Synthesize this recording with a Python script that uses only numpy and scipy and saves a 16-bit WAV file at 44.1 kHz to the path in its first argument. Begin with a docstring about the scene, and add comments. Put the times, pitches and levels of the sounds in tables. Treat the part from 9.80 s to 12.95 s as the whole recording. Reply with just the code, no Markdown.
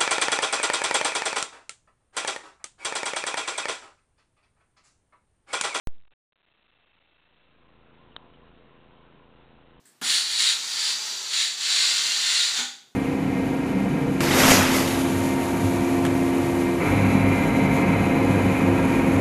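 """A small workroom, one small microphone near a steam iron that is pressed over a jacket.
The trigger clicks, a sleeve brushes the cloth, then the valve knocks open and steam hisses from the
sole plate: loud where the holes are free, muffled where the cloth covers them. A hand pats the cloth.
The valve knocks shut with a last puff and the hiss dies away in the room."""
import sys
import numpy as np
from scipy import signal
from scipy.fft import rfft, irfft
from scipy.io import wavfile

SR = 44100
rng = np.random.default_rng(int(sys.argv[2]) if len(sys.argv) > 2 else 0)


def dump_mix(stems):
    """Bounce the given channels to the path in sys.argv[1] as a 16-bit WAV at rate SR."""
    frames = np.atleast_2d(stems).T  # one column per channel
    limited = np.clip(frames, -1, 1)  # hard clip at full scale
    pcm = np.round(limited * 32767).astype(np.int16)
    wavfile.write(sys.argv[1], SR, pcm)


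N = 138915
T = np.arange(N) / SR
OPEN_S, SHUT_S = 0.214, 2.795   # steam flows between these times

# click of the steam trigger: (frequency [Hz], relative level [dB])
TRIGGER_SPECTRUM = [(40, -35), (200, -14), (1100, -16), (1800, 4.5), (2500, -8), (4000, -5), (4500, -1),
                    (5300, -10), (6700, -6), (7700, 4), (8800, 2), (10500, -5), (13000, -10), (15000, -11)]
# sleeve on the cloth: (frequency [Hz], relative level [dB])
BRUSH_SPECTRUM = [(3000, -40), (6500, -14), (7800, 3), (8800, 0), (10500, -12), (13000, -24)]
# valve opening and closing: (time [s], ring level [dB], rattle level [dB], pitch [ratio], rise [s])
VALVE_STRIKES = [(0.214, -41, -35, 0.98, 0.0023), (2.782, -35, -54, 1.02, 0.017)]
# modes of the valve and its housing: (nominal frequency [Hz], relative level [dB], t60 [s])
VALVE_MODES = [(125, -16, 0.16), (205, -17, 0.11), (243.2, -3.5, 0.39), (263, -5.5, 0.16),
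               (426, -10.5, 0.25), (779, -7, 0.55), (870, -4.5, 0.32), (1230, -3, 0.17), (1446, -0.5, 0.45)]
# rattle of the housing: (frequency [Hz], relative level [dB])
RATTLE_SPECTRUM = [(30, -6), (80, -14), (190, 0.5), (400, -2), (600, -7), (900, -4), (1400, 2), (2500, -2),
                   (4000, -5), (5500, -15), (7200, -4), (8300, -21), (9300, -5), (11000, -11), (13000, -17),
                   (15200, -13)]
# strength of the free jets as the iron is tilted and pressed: (time [s], level [dB])
JET_LEVELS = [(0.21, -44), (0.25, -25), (0.30, -21.5), (0.35, -22), (0.415, -27), (0.435, -38),
              (0.52, -26.5), (0.575, -28), (0.60, -21), (0.70, -21.5), (0.735, -27.5), (0.755, -41),
              (0.83, -35), (0.94, -31), (0.99, -28), (1.09, -25), (1.17, -37), (1.27, -33), (1.42, -37.5),
              (1.49, -34), (1.54, -24.5), (1.62, -22), (1.68, -29), (1.75, -40.5), (1.82, -26.5),
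              (1.92, -22.5), (2.03, -21.5), (2.2, -25), (2.37, -26), (2.5, -22), (2.58, -22), (2.66, -23.5),
              (2.72, -30.5), (2.82, -28.5)]
# hiss of the free jets: (frequency [Hz], relative level [dB])
JET_SPECTRUM = [(30, -75), (100, -54), (400, -32), (700, -29), (1100, -20.5), (1500, -14), (1900, -7.5),
                (2400, -9), (3000, -6), (3700, -1), (4300, 0.5), (4780, -2.5), (5120, -10.5), (5500, -6),
                (6250, -12.5), (7150, -4.5), (7600, -8), (8400, -14.5), (9200, -14), (9700, -15.5),
                (10300, -24.5), (11000, -24), (12000, -49), (13600, -44), (14500, -32), (15300, -24.5)]
# faint, steady narrow resonances that colour the hiss: (frequency [Hz], width [Hz], relative level [dB])
HISS_RESONANCES = [(1403, 67, -25.5), (1553, 55, -28.5), (1810, 25, -26), (2060, 55, -22.5),
                   (2344, 17, -28), (2480, 22, -28.5), (2625, 33, -27.5), (2846, 73, -22.5),
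                   (3477, 23, -23), (3850, 26, -17), (4336, 35, -19.5), (8960, 30, -28)]
# thin sizzle on top of the jets: (frequency [Hz], relative level [dB])
SIZZLE_SPECTRUM = [(5000, -48), (8300, -9), (9050, 0.5), (9600, -2), (10200, -7), (11000, -9.5),
                   (11600, -22), (14000, -23), (15200, -17.5)]
# steam seeping through the cloth: (time [s], level [dB])
SEEP_LEVELS = [(0.21, -38), (0.5, -35.5), (0.8, -34.5), (1.1, -32), (1.35, -34), (1.5, -36.5),
               (1.76, -37.5), (2.0, -31), (2.3, -30), (2.6, -34), (2.8, -31)]
# muffled hiss of that seep: (frequency [Hz], relative level [dB])
SEEP_SPECTRUM = [(40, -52), (72, -57), (100, -25), (150, -23.5), (210, -17), (340, -18), (450, -13),
                 (600, -16), (850, -8.5), (1400, -7), (2500, -11.5), (3400, -3.5), (4300, -3), (4750, 7),
                 (5100, -5), (5650, 0.5), (6600, -1), (7600, -3), (9000, -18), (11000, -19.5),
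                 (12500, -20.5), (15200, -23.5)]
# hollow resonance of the gap under the sole plate: (time [s], centre [Hz], level [dB])
GAP_TRACK = [(0.252, 4300, -72), (0.359, 4200, -26), (0.46, 4274, -34), (0.551, 4358, -30.5),
             (0.62, 3950, -31), (0.69, 3847, -23), (0.77, 4170, -44), (0.919, 4650, -36), (1.06, 4610, -32),
             (1.25, 4550, -46), (1.479, 4520, -55), (1.62, 4096, -39), (1.76, 4174, -55), (2.02, 3935, -29),
             (2.299, 4523, -40), (2.45, 4506, -36), (2.6, 3960, -27), (2.781, 3650, -45)]
# hand on the padded cloth: (frequency [Hz], relative level [dB])
PAT_SPECTRUM = [(40, -26), (110, -4), (190, -2), (450, -1), (900, -23), (3000, -60)]
# last puff as the iron is lifted: (time [s], level [dB])
PUFF_LEVELS = [(2.73, -37.5), (2.78, -27), (2.81, -27), (2.86, -39.5), (2.95, -84)]
# hiss of that puff: (frequency [Hz], relative level [dB])
PUFF_SPECTRUM = [(60, -62), (200, -11.5), (620, -17), (820, -0.5), (1020, -13), (1600, 0.5), (2900, -4.5),
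                 (3620, 9.5), (4400, -8), (5100, -29), (6400, 2), (7400, -2), (8500, -15), (9200, -13),
                 (11000, -21), (12000, -41), (15200, -31)]
# quiet room tone at the microphone: (frequency [Hz], relative level [dB])
ROOM_TONE_SPECTRUM = [(25, -7), (65, -14), (110, 2.5), (300, 6), (550, -2.5), (900, -0.5), (2000, -6),
                      (4500, -7.5), (5500, -7), (7500, -9), (10000, -13), (15000, -16)]


def from_db(db):
    """Decibels to gain."""
    return 10 ** (np.asarray(db) / 20)


def rms_one(x):
    """Scale to rms 1."""
    return x / np.sqrt(np.mean(x ** 2) + 1e-20)


def level(rows):
    """Gain over time from (time [s], level [dB]) points."""
    return from_db(np.interp(T, *np.transpose(rows)))


def noise(spectrum):
    """Noise of rms 1 shaped by (frequency [Hz], relative level [dB]) points."""
    hz, db = np.transpose(spectrum)
    bins = np.maximum(np.fft.rfftfreq(N, 1 / SR), 1)
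    gain = from_db(np.interp(np.log(bins), np.log(hz), db))
    return rms_one(irfft(rfft(rng.standard_normal(N)) * gain, N))


def flutter(corner_hz):
    """Random wavering of rms 1, mostly slower than corner_hz."""
    r = np.exp(-2 * np.pi * corner_hz / SR)
    return rms_one(signal.lfilter([1], [1, -2 * r, r * r], rng.standard_normal(N)))


def resonant_noise(hz, width_hz):
    """Noise of rms 1 in one narrow resonance."""
    r = np.exp(-np.pi * width_hz / SR)
    feedback = [1, -2 * r * np.cos(2 * np.pi * hz / SR), r * r]
    return rms_one(signal.lfilter([1, 0, -1], feedback, rng.standard_normal(N)))


def decay(start_s, t60_s):
    """Sudden onset, then a fall of 60 dB every t60_s."""
    return (T >= start_s) * np.exp(-np.log(1000) * np.maximum(T - start_s, 0) / t60_s)


def trigger_click():
    """The steam trigger gives a light, bright click with a short tail."""
    return from_db(-55) * decay(start_s=0.054, t60_s=0.43) * noise(TRIGGER_SPECTRUM)


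def sleeve_brush(peak_s=0.084, width_s=0.02):
    """A sleeve rubs the cloth: a brief, faint swell of high hiss."""
    swell = np.exp(-((T - peak_s) / width_s) ** 2)
    return from_db(-63) * swell * noise(BRUSH_SPECTRUM)


def valve_knocks():
    """The plunger strikes its seat, sharply to open and softly to close: the housing rings and rattles."""
    knocks = np.zeros(N)
    for start_s, ring_db, rattle_db, pitch, rise_s in VALVE_STRIKES:
        rise = np.clip((T - start_s) / rise_s, 0, 1)
        for hz, db, t60_s in VALVE_MODES:
            mode = np.sin(2 * np.pi * hz * pitch * (T - start_s))
            knocks += from_db(ring_db + db) * rise * decay(start_s, t60_s) * mode
        rattle = decay(start_s, t60_s=0.46) * noise(RATTLE_SPECTRUM)   # carries its own room tail
        knocks += from_db(rattle_db) * rattle
    return knocks


def steam(attack_s=0.012, release_db_per_s=210):
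    """The open valve feeds sputtering, faintly ringing jets and a softer seep through the cloth."""
    opening = np.clip((T - OPEN_S) / attack_s, 0, 1)
    closing = from_db(-release_db_per_s * np.maximum(T - SHUT_S, 0))
    ringing = sum(from_db(db) * resonant_noise(hz, width) for hz, width, db in HISS_RESONANCES)
    sizzle = from_db(-10 - 8 * (T - OPEN_S)) * noise(SIZZLE_SPECTRUM)   # loses 8 dB/s against the hiss
    sputter = from_db(0.6 * flutter(corner_hz=120))
    jets = level(JET_LEVELS) * (noise(JET_SPECTRUM) + ringing + sizzle)
    hollow = gap_resonance()
    seep = level(SEEP_LEVELS) * noise(SEEP_SPECTRUM)
    return opening * closing * (sputter * (jets + hollow) + seep)


def gap_resonance(width_hz=530):
    """The gap under the sole plate rings with a narrow band of hiss that shifts as the plate tilts."""
    times, centre_hz, db = np.transpose(GAP_TRACK)
    r = np.exp(-2 * np.pi * width_hz / SR)
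    slow_a, slow_b = signal.lfilter([1], np.poly([r, r, r]), rng.standard_normal((2, N)))
    phase = 2 * np.pi * np.cumsum(np.interp(T, times, centre_hz)) / SR
    band = slow_a * np.cos(phase) + slow_b * np.sin(phase)   # low noise moved up to the centre
    return from_db(np.interp(T, times, db)) * rms_one(band)


def hand_pat():
    """A hand lands on the padded cloth with a soft, dull thud."""
    return from_db(-56) * decay(start_s=2, t60_s=0.21) * noise(PAT_SPECTRUM)


def last_puff():
    """The last steam escapes as the sole plate leaves the cloth."""
    start_s = PUFF_LEVELS[0][0]
    return (T > start_s) * level(PUFF_LEVELS) * noise(PUFF_SPECTRUM)


def reflections(delay_s=0.002, treble_hz=6940):
    """One dense pattern of echoes at the microphone, of unit power; the treble dies sooner."""
    white = rng.standard_normal(SR)
    low = signal.sosfilt(signal.butter(5, treble_hz, "low", fs=SR, output="sos"), white)
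    high = signal.sosfilt(signal.butter(5, treble_hz, "high", fs=SR, output="sos"), white)
    tail = low * decay(delay_s, t60_s=0.47)[:SR] + high * decay(delay_s, t60_s=0.43)[:SR]
    return tail / np.linalg.norm(tail)


def workroom(direct, echo_db=-2, renew_s=0.3):
    """At this distance the direct sound just outweighs the echoes, which change as the iron moves."""
    echoes = np.zeros(N)
    for centre_s in np.arange(0, T[-1] + renew_s, renew_s):
        crossfade = np.sqrt(np.maximum(1 - np.abs(T - centre_s) / renew_s, 0))
        echoes += signal.fftconvolve(direct * crossfade, reflections())[:N]
    wet = from_db(echo_db)
    return (direct + wet * echoes) / np.hypot(1, wet)   # keeps the total power


def scene():
    """What reaches the microphone: the iron and the handling over room tone, alike in both channels."""
    hiss = workroom(steam() + last_puff())
    mechanism = valve_knocks() + trigger_click()
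    handling = sleeve_brush() + hand_pat()
    room_tone = from_db(-64.5) * noise(ROOM_TONE_SPECTRUM)
    mono = hiss + mechanism + handling + room_tone
    return np.array([mono, mono])


def record(dry):
    """The small microphone loses the bass below 100 Hz; the top is cut steeply at 15.3 kHz."""
    low_cut = signal.butter(2, 100, "high", fs=SR, output="sos")
    high_cut = signal.ellip(12, 0.2, 75, 15300, fs=SR, output="sos")
    return signal.sosfilt(high_cut, signal.sosfilt(low_cut, dry))


dry = scene()
out = record(dry)
dump_mix(out)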